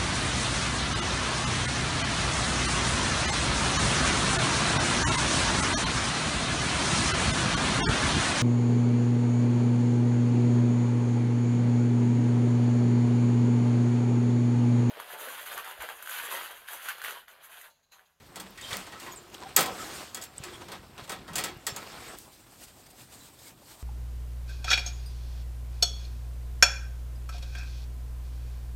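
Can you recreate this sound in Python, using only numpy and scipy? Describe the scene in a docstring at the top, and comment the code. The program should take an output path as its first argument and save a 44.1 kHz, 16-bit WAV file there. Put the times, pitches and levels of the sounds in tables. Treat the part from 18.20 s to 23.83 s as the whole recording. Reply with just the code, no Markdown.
"""Tent stove door, then dough

At a small tent stove a gloved hand swings the thin steel door shut and works its latch; later bare hands
knead dough. Blows ring decaying modes of sheet, door and latch; the drag is random slips waking modes, over
noise; rough single resonances are narrow noise; squeaks are wavering tones. Sleeve, hands and fire are coloured,
moving noise, snaps short noise bursts. One microphone in its housing, mono, with its own hiss, no room echo."""
import sys
import numpy as np
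from scipy import signal
from scipy.fft import rfft, irfft
from scipy.io import wavfile
from scipy.ndimage import uniform_filter1d

SR = 44100
rng = np.random.default_rng(int(sys.argv[2]) if len(sys.argv) > 2 else 0)


def unload_wav(signal):
    """Save mono or channel-first audio to the path in sys.argv[1] as 16-bit WAV at rate SR, clipped to [-1, 1]."""
    wavfile.write(
        sys.argv[1],
        SR,
        np.round(np.clip(np.atleast_2d(signal).T, -1, 1) * 32767).astype(np.int16),
    )


def natural_amplitude(level_db):
    """Convert a level in decibels to a linear amplitude factor, elementwise."""
    exponent = np.asarray(level_db, float) / 20
    return 10 ** exponent


N = 248179  # samples

# clear modes of the door: f/Hz, relative level/dB, t60/s before damping
DOOR_MODES = [(163, -7, 0.28), (190, 0, 0.43), (355, -11.5, 0.23), (495, -13, 0.12), (657, -10, 0.18),
              (750, -7, 0.45), (847, -12, 0.3), (980, -20, 0.065), (1031, -16, 0.51), (1067, -18, 0.3),
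              (1102, -28, 0.4), (1253, -14, 0.32), (1300, -0.5, 0.26), (1516, -2.5, 0.2),
              (2049, -13.5, 0.16), (2365, -30, 0.18), (2830, -8, 0.27), (3300, 0.5, 0.3), (3500, -9, 0.42),
              (3790, -2, 0.17), (4285, -10, 0.33), (6940, -16, .15), (8250, -5, 0.2)]
# clear modes of the latch bar: f/Hz, relative level/dB, t60/s before damping
LATCH_MODES = [(3600, -26, 0.081), (4710, 0.5, 0.059), (5080, 1.5, 0.046), (5390, -11, 0.25),
               (6700, 7.5, 0.038), (7560, -8, 0.29), (7270, 0, 0.11), (7240, -7, 0.18), (7860, 5, 0.065),
               (12400, -15, .1)]
# crowded modes of the sheet, heard as noise: f/Hz, relative level/dB, t60/s before damping, rise time constant/s
SHEET_BANDS = [(175, -1.5, 0.35, 0.043), (422, 3.5, 0.3, 0.0068), (1000, 4.5, 0.33, 0.0034),
               (1990, -4, 0.38, 0.002), (3880, -4.5, 0.36, 0.00099), (7500, 1, 0.19, 0.00069),
               (13000, -4.5, 0.22, 0.00088)]
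# moves of the arm at the stove: peak t/s, rise/s, fall/s, rub of the sleeve level/dB, drag on the door level/dB
ARM_MOVES = [(.17, 0.022, 0.22, -56, -51.5), (.44, 0.025, 0.088, -49, -56),
             (.535, 0.067, 0.1, -40.5, -42.5), (.78, 0.12, 0.069, -59, -50.5),
             (.83, 0.036, 0.15, -48.5, -47.5), (1.146, 0.02, 0.023, -50, -46), (1.29, 0.013, .02, -54, -50),
             (1.23, 0.068, 0.31, -57, -48.5), (1.475, .03, 0.036, -47, -39.5),
             (1.62, 0.16, 0.14, -43.5, -45), (1.77, 0.13, 0.11, -42.5, -44),
             (2.184, 0.023, 0.018, -50.5, -56), (2.27, 0.08, 0.13, -55.5, -45.5),
             (2.345, .06, 0.051, -52.5, -56), (2.42, 0.017, 0.044, -52, -48.5),
             (2.53, 0.048, 0.052, -56, -45), (2.8, 0.022, 0.022, -54, -45), (2.844, .02, 0.02, -49.5, -62),
             (2.96, 0.076, .08, -72, -48.5), (3.088, 0.018, .05, -55, -50), (3.2, 0.043, 0.034, -52, -40),
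             (3.29, 0.049, 0.043, -62, -45.5), (3.62, 0.14, 0.58, -51.5, -47), (3.9, 0.32, .2, -50.5, -53)]


def evened(x):
    """Scales to rms 1."""
    return x / np.sqrt(np.mean(x ** 2) + 1e-20)


def smooth_noise(shape, size):
    """Slowly wandering noise of rms 1 along the last axis."""
    return evened(uniform_filter1d(rng.standard_normal(shape), size=size))


def read(points, hz):
    """Reads a spectrum table, straight on a log-frequency axis."""
    f, value = np.transpose(points)
    return np.interp(np.log(hz + 1), np.log(f + 1), value)


def add(mix, s, sound):
    """Mixes a sound in at a time in seconds, in place."""
    part = mix[round(s * SR):][:len(sound)]
    part += sound[:len(part)]


def coloured(x, db):
    """Applies a gain in dB given over the FFT bins, then scales to rms 1."""
    return evened(irfft(rfft(x) * natural_amplitude(db), N))


def noise(points, patchy_db, flicker_db, grain_db):
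    """Coloured noise of rms 1 with patches in time and pitch, broad flicker and single fibres catching."""
    catches = np.minimum(rng.exponential(1, N // 16 + 1), 3.5)
    grains = rng.standard_normal(N) * natural_amplitude(grain_db * np.repeat(catches, 16)[:N])
    hz, t, z = signal.stft(grains, SR, nperseg=256)
    field = uniform_filter1d(rng.standard_normal(z.shape), size=5, axis=0)
    patches = evened(uniform_filter1d(field, size=14, axis=1))
    flicker = smooth_noise(len(t), 4)
    moving = z * natural_amplitude(patchy_db * patches + flicker_db * flicker)
    rough = signal.istft(moving, nperseg=256)[1][:N]
    return coloured(rough, read(points, np.fft.rfftfreq(N, 1 / SR)))


def moves(rows, column, rest_db):
    """Gain over time: every move swells and dies by the same law, over a resting level."""
    edge_db = -9.5  # level at the end of the rise or fall, relative to the peak
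    pointed = 1.16  # exponent: 1 is peaked, 2 is round
    t = np.arange(0, N, 32) / SR
    power = natural_amplitude(2 * rest_db)
    for row in rows:
        peak_s, rise_s, fall_s = row[:3]
        away = abs(t - peak_s) / np.where(t < peak_s, rise_s, fall_s)
        power = power + natural_amplitude(2 * (row[column] + edge_db * np.minimum(away, 10) ** pointed))
    return np.interp(np.arange(N) / SR, t, np.sqrt(power))


def hiss():
    """Steady hiss of the microphone, a coloured noise with a slight flicker."""
    # hiss spectrum: f/Hz, relative level per Hz/dB
    hiss_spectrum = [(120, -15), (200, -5), (743, 1.5), (2030, -9.5), (5320, -11.5), (6160, -15.5),
                     (8390, -12.5), (15600, -20.5)]
    return natural_amplitude(-59.0) * noise(hiss_spectrum, patchy_db=-2.44, flicker_db=1.5, grain_db=1.5)


def fire():
    """Low rumble of the fire: bass noise that swells and sinks with the draught."""
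    # rumble spectrum: f/Hz, relative level per Hz/dB
    rumble = [(15, -32), (25, -3.5), (59, -1), (130, 0), (163, -4), (377, -7.5), (600, -58), (780, -49),
              (1320, -120)]
    # draught of the fire: t/s, level/dB
    draught = [(0.0, -56.5), (0.48, -61), (0.66, -60), (1.1, -61.5), (1.55, -53.5), (1.82, -62),
               (2.13, -59.5), (2.38, -53), (2.84, -58), (3.1, -49), (3.42, -61), (3.82, -54), (4.14, -62),
               (5.25, -59), (5.63, -62.5)]
    t, db = np.transpose(draught)
    gain = natural_amplitude(np.interp(np.arange(N) / SR, t, db))
    return noise(rumble, patchy_db=.8, flicker_db=.8, grain_db=.1) * gain


def bumps():
    """Soft bumps felt low: three slow cycles, most of the swing in the first."""
    # bumps: t/s, relative level/dB, f/Hz
    low_bumps = [(0.527, -35, 125), (2.203, -33.5, 125), (2.823, -38, 124), (3.366, -36, 126),
                 (3.524, -33.5, 125)]
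    out = np.zeros(N)
    for s, db, hz in low_bumps:
        cycles = np.arange(round(3 * SR / hz)) * hz / SR
        add(out, s, natural_amplitude(db + 1.5) * np.sin(2 * np.pi * cycles) * np.exp(-cycles / 0.61))
    return out


def snaps():
    """Burning wood and metal edges snap dryly: a brief band of noise, then a faint short tail."""
    # snaps: t/s, peak level/dB, centre f/Hz, spread as a factor each way (at least 1.05 is used)
    dry_snaps = [(.3074, -44, 14000, 1.2), (0.5297, -23, 3450, 1.14), (0.5694, -19.5, 8000, 3.5),
                 (1.1014, -40, 9000, 3), (1.1445, -30.5, 2800, 3.3), (1.148, -33.5, 3300, 1.09),
                 (1.1817, -39, 3500, 1.4), (1.2043, -37, 5000, 1.6), (1.2255, -37, 2000, 2.5),
                 (1.2355, -29.5, 2870, 2), (1.3645, -3.5, 9600, 1.45), (2.181, -26.5, 8200, 1.1),
                 (2.7796, -33, 2530, 1.6), (3.372, -48, 13000, 1.2), (3.398, -49, 6000, 2.2),
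                 (3.9868, -27, 10900, 1.5), (4.664, -48, 5400, 1.1), (4.7032, -46, 7800, 1.5),
                 (4.81, -45, 3600, 1.03)]
    t, out = np.arange(1500) / SR, np.zeros(N)
    for s, db, hz, spread in dry_snaps:
        spread = max(spread, 1.05)
        decay = natural_amplitude(-60 * t / 0.0041) + natural_amplitude(-16 - 60 * t / 0.022)
        edges = [hz / spread, min(hz * spread, .4 * SR)]
        band = signal.butter(2, edges, "bandpass", fs=SR, output="sos")
        burst = signal.sosfilt(band, rng.standard_normal(len(t)) * decay)
        add(out, s, natural_amplitude(db) * burst / abs(burst).max())
    return out


def hands():
    """Bare skin rubs on dough: coloured noise that swells with every squeeze."""
    # rub of skin on dough: f/Hz, relative level per Hz/dB
    skin = [(180, -21), (300, -0.5), (652, -8.5), (893, -7.5), (1850, -7.5), (2250, -8), (8460, -5),
            (15600, -15)]
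    # squeezes of the dough: peak t/s, rise/s, fall/s, level/dB
    squeezes = [(3.984, 0.035, .1, -50), (4.13, .02, 0.068, -55), (4.2, .02, 0.066, -59.5),
                (4.33, 0.064, 0.055, -56), (4.44, 0.046, 0.018, -47), (4.485, .02, .05, -54.5),
                (4.61, 0.094, .03, -56), (4.67, .02, 0.014, -54.5), (4.71, 0.016, 0.015, -53),
                (4.804, 0.047, 0.062, -50.5), (4.93, 0.028, 0.096, -51), (5.06, 0.086, 0.05, -52),
                (5.145, 0.037, 0.017, -57), (5.2, .03, .05, -56), (5.285, 0.076, 0.027, -48.5),
                (5.52, 0.085, 0.05, -50.5), (5.6, .02, .06, -54)]
    rub = noise(skin, patchy_db=1.5, flicker_db=0.0, grain_db=1.0)
    return rub * moves(squeezes, column=3, rest_db=-74.5)


def sleeve():
    """The jacket rustles: coloured noise that swells with every move of the arm."""
    # rub of cloth: f/Hz, relative level per Hz/dB
    cloth = [(180, -8), (300, -12), (733, -7.5), (954, -16), (1130, -5.5), (1880, -8.5), (8190, -9.5),
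             (15600, -24)]
    rustle = noise(cloth, patchy_db=2.5, flicker_db=0.5, grain_db=0.5)
    return rustle * moves(ARM_MOVES, column=3, rest_db=-65.5)


def squeaks():
    """Short stick-slips at a high, wavering pitch with its octave."""
    # squeaks of hinge pin and latch, later of skin on dough:
    # t/s, length/s, f/Hz, relative level/dB, octave level under the tone/dB
    chirps = [(0.917, .04, 6700, -47.5, -10), (.957, 0.029, 8160, -47, -30),
              (0.968, 0.045, 7340, -47.5, -30), (5.264, 0.039, 2210, -58, -30),
              (4.936, 0.052, 4300, -65, -30), (5.003, 0.094, 3960, -62, -30)]
    out = np.zeros(N)
    for s, length, hz, db, octave_db in chirps:
        u = np.linspace(0, 1, round(length * SR))
        pitch_waver, level_waver = smooth_noise((2, len(u)), 45)
        phase = 2 * np.pi * np.cumsum(hz * (1 + .015 * pitch_waver)) / SR
        shape = np.minimum(u / .08, 1) * (1 - u) ** 1.5 * natural_amplitude(3.8 * level_waver)
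        octave = natural_amplitude(octave_db) * (2 * hz < .4 * SR) * np.sin(2 * phase)
        add(out, s, natural_amplitude(db + 5.0) * shape * (np.sin(phase) + octave))
    return out


def rough_resonances():
    """Door and latch, after blows or from the dragging hinge: a band that starts fast, breaks up and fades."""
    # rough single resonances: t/s, length/s, f/Hz, level at the start/dB
    resonances = [(.17, 0.19, 190, -50.5), (0.419, 0.082, 3660, -48), (.43, 0.088, 3180, -44),
                  (.55, 0.14, 190, -49.5), (0.722, 0.61, 355, -55), (0.733, 0.071, 1300, -48),
                  (0.857, 0.12, 1031, -47), (1.224, 0.033, 1000, -44.5), (1.245, 0.072, 780, -46),
                  (1.375, 0.088, 190, -44), (1.378, 0.072, 160, -41.5), (1.45, 0.12, 482, -45),
                  (1.447, 0.061, 1031, -39), (1.46, 0.073, 750, -39), (1.582, 0.058, 1300, -41.5),
                  (2.236, .13, 355, -46.5), (2.332, 0.046, 3300, -49), (2.369, 0.15, 355, -52),
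                  (2.45, 0.25, 190, -57), (3.1, 0.15, 163, -48), (3.196, 0.24, 355, -51.5),
                  (3.355, .04, 2830, -61), (3.489, 0.043, 5390, -42), (3.568, 0.071, 1300, -48)]
    settle = 2000  # samples for the resonance to build up, then cut off
    out = np.zeros(N)
    for s, length, hz, db in resonances:
        u = np.linspace(0, 1, round(length * SR))
        r = np.exp(-np.pi * (12 + .045 * hz) / SR)  # higher resonances are wider
        real, imaginary = rng.standard_normal((2, len(u) + settle))
        slow = signal.lfilter([1], [1, -r ** 3], real + 1j * imaginary)
        slow = signal.lfilter([1], [1, -r], slow)[settle:]
        slow += 250 / hz * abs(slow).mean()  # low modes hold steadier
        band = evened((slow * np.exp(2j * np.pi * hz * length * u)).real)
        shape = np.minimum(u / .12, 1) * np.minimum((1 - u) / 0.34, 1)
        add(out, s, natural_amplitude(db - 6. 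* u) * band * shape)
    return out


def drag():
    """Hinge and glove rasp on the sheet; uneven slips wake one mode, then another."""
    # rasp on the sheet: f/Hz, relative level per Hz/dB
    rasp = [(120, -22), (200, -3), (358, 1.5), (557, -2.5), (999, -1), (3210, -9), (6000, -15), (7800, -44),
            (13200, -120)]
    slip_rate = 500.  # mean slips per second
    strength = natural_amplitude(3.9 * np.minimum(rng.exponential(1, N), 2.5))
    slips = (rng.random(N) < slip_rate / SR) * strength * rng.choice([-1, 1], N)
    t, modes = np.arange(SR // 5) / SR, np.zeros(N)
    for hz, _, t60 in DOOR_MODES[3:21] + LATCH_MODES[:4]:
        wander = uniform_filter1d(rng.standard_normal(N), size=2500)
        wander = evened(uniform_filter1d(wander, size=2500))  # the grip moves
        mode = natural_amplitude(-60 * 1.1 * t / t60 - 1.4 * np.log2(hz / 500)) * np.sin(2 * np.pi * hz * t)
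        modes += signal.oaconvolve(slips * natural_amplitude(2.7 * np.clip(wander, -2, 2)), mode)[:N]
    shake = natural_amplitude(-9.0) * evened(modes) + noise(rasp, patchy_db=2.1, flicker_db=1.43, grain_db=3.0)
    return evened(shake) * moves(ARM_MOVES, column=4, rest_db=-59.5)


def slope(tilt_db, hz):
    """Tilts the treble about 5 kHz, up for a hard blow and down for a soft one; level below 1.5 kHz."""
    return tilt_db * np.log2(np.maximum(hz, 1500) / 5000)


def ring(modes, t, damping, tilt_db):
    """Clear modes struck at a chance place; bass blooms later than treble."""
    hz, db, t60 = np.transpose(modes)[:, :, None]
    place_db = 2.5 * rng.standard_normal(hz.shape)
    phase = 2 * np.pi * rng.random(hz.shape)
    rise = np.exp(read([(f, np.log(rise)) for f, _, _, rise in SHEET_BANDS], hz))
    bloom = 1 - np.exp(-t / rise)
    level = natural_amplitude(db + place_db + slope(tilt_db, hz) - 60 * damping * t / t60)
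    return (level * bloom * np.sin(2 * np.pi * hz * t + phase)).sum(0)


def sheet_noise():
    """Overlapping bands of noise whose fine peaks stand for sheet modes too close to count."""
    bins = np.fft.rfftfreq(N, 1 / SR)
    centres = [row[0] for row in SHEET_BANDS]
    peaks = natural_amplitude(3 * smooth_noise(len(bins), 220))
    bands = []
    for one in np.eye(len(SHEET_BANDS)):
        share = read(list(zip(centres, one)), bins) * (bins > 100)
        bands.append(evened(irfft(rfft(rng.standard_normal(N)) * peaks * np.sqrt(share), N)))
    return np.array(bands)


def knock(tilt_db, damping, door_db, latch_db, sheet):
    """One blow: a crack, the crowded modes of the sheet, the clear modes of door and latch."""
    t = np.arange(SR // 2) / SR
    hz, db, t60, rise = np.transpose(SHEET_BANDS)[:, :, None]
    start = rng.integers(N - len(t))
    crack = natural_amplitude(1.0 + 0.51 * tilt_db - 60 * t / 0.0068) * (hz > 1500)  # first contact, sharper when hard
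    shape = natural_amplitude(-60 * damping * t / t60) * (1 - np.exp(-t / rise)) + crack
    level_db = db + slope(tilt_db, hz) + door_db * (hz < 1400)  # the bass needs the whole door to swing
    crowded = (natural_amplitude(level_db) * shape * sheet[:, start:start + len(t)]).sum(0)
    door_ring = natural_amplitude(door_db) * ring(DOOR_MODES, t, damping, tilt_db)
    latch_ring = natural_amplitude(latch_db) * ring(LATCH_MODES, t, 0.93, 0)
    return natural_amplitude(-17.5) * (crowded + door_ring + latch_ring)


def door():
    """All blows on door and latch; sharp blows die faster, strong ones slower."""
    # blows: t/s, relative level/dB, tilt/dB per octave, door swing relative level/dB, latch ring relative level/dB
    blows = [(.158, -26, -1, -7.5, -12), (0.1991, -25.5, 1.5, -5, -24), (0.375, -31.5, -6, -28, -14),
             (0.4117, -31.5, -2.5, -27, -5), (0.5077, -25, -7, -21.5, -14), (0.53, -23, -2.5, -11, -11),
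             (0.6661, -32, -3.5, -9.5, -16), (0.722, -33, -5.5, -14, -22), (0.7994, -30.5, 1, -12, -8),
             (0.864, -33, -6.5, -13.5, -17), (1.363, -6.5, 3, -10, -5), (1.366, -10.5, -2, -13, -14),
             (1.376, -11.5, -2.5, -6.5, -17), (1.3886, -10, -0.5, -7.5, -15), (1.4068, -14, 5.5, -12, -17),
             (1.427, -19.5, 1, -4, -16), (1.4589, -24, 2.5, -8, -10), (1.488, -36.5, -6.5, 1, -20),
             (1.946, -21.5, 2, -7.5, -5), (1.9706, -28, -2, -9, -13), (2.0136, -31.5, -1, -8, 1),
             (2.0225, -27.5, 0.5, -13, -3), (2.038, -27.5, 3.5, -11, -10), (2.237, -26, -1.5, -12.5, -4),
             (2.4835, -34.5, -4, -8, -10), (2.5181, -27.5, -2, -6, -20), (2.7793, -35, -5, -8.5, -18),
             (2.8768, -36.5, -4, -7.5, -14), (2.8946, -21, -2, -9, -22), (2.9191, -24, -1, -4.5, -23),
             (3.0787, -35.5, -5.5, -6.5, -18), (3.1328, -30, -3, -9.5, -25), (3.156, -14, 1, -10.5, -5),
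             (3.1818, -13.5, -1.1, -12, -25), (3.238, -15, -0.5, -10.5, -14),
             (3.279, -32.5, -5.5, -11, -12), (3.4667, -14.5, 0.5, -10.5, -4),
             (3.5619, -22.5, 0.3, -7.5, -5)]
    sheet = sheet_noise()
    out = np.zeros(N)
    for s, db, tilt_db, door_db, latch_db in blows:
        damping = max(1.49 + 0.13 * tilt_db - 0.016 * db, .3)  # factor on the decay rate
        add(out, s, natural_amplitude(db) * knock(tilt_db, damping, door_db, latch_db, sheet))
    return out


def scene():
    """Fire and bumps behind; the arm at the stove door in front, then the hands in the dough."""
    arm = np.interp(np.arange(N) / SR, [3.95, 3.975], [1, 0])  # the arm rests, the hands start
    background = fire() + bumps() + snaps()
    rubbing = arm * (sleeve() + drag()) + (1 - arm) * hands()
    tones_and_blows = squeaks() + rough_resonances() + door()
    return (background + rubbing + tones_and_blows)[None]


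def response_db(hz):
    """Frequency response of the microphone in its housing, with the band limits of the whole, in dB."""
    # dips and humps of the housing: f/Hz, width/Hz, level/dB
    humps = [(6000, 570, -2), (8180, 550, 1), (10360, 780, -3.5), (13160, 830, 4)]
    colour_db = sum(db * np.exp(-.5 * ((hz - f) / width) ** 2) for f, width, db in humps)
    colour_db += read([(10, -24), (45, 0.5)], hz)  # gentle lower band limit
    colour_db += read([(16200, 0), (16900, -70)], hz)  # steep upper band limit
    return colour_db


def top_cut(x):
    """Nothing passes above the cut-off."""
    return signal.sosfilt(signal.butter(12, 17010, fs=SR, output="sos"), x)


def record(dry):
    """Adds the microphone hiss, then the housing colour and the band limits."""
    wet = dry + hiss()
    hz = np.fft.rfftfreq(N, 1 / SR)
    mix = irfft(rfft(wet) * natural_amplitude(response_db(hz)), N)
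    return top_cut(mix)


dry = scene()
out = record(dry)
unload_wav(out)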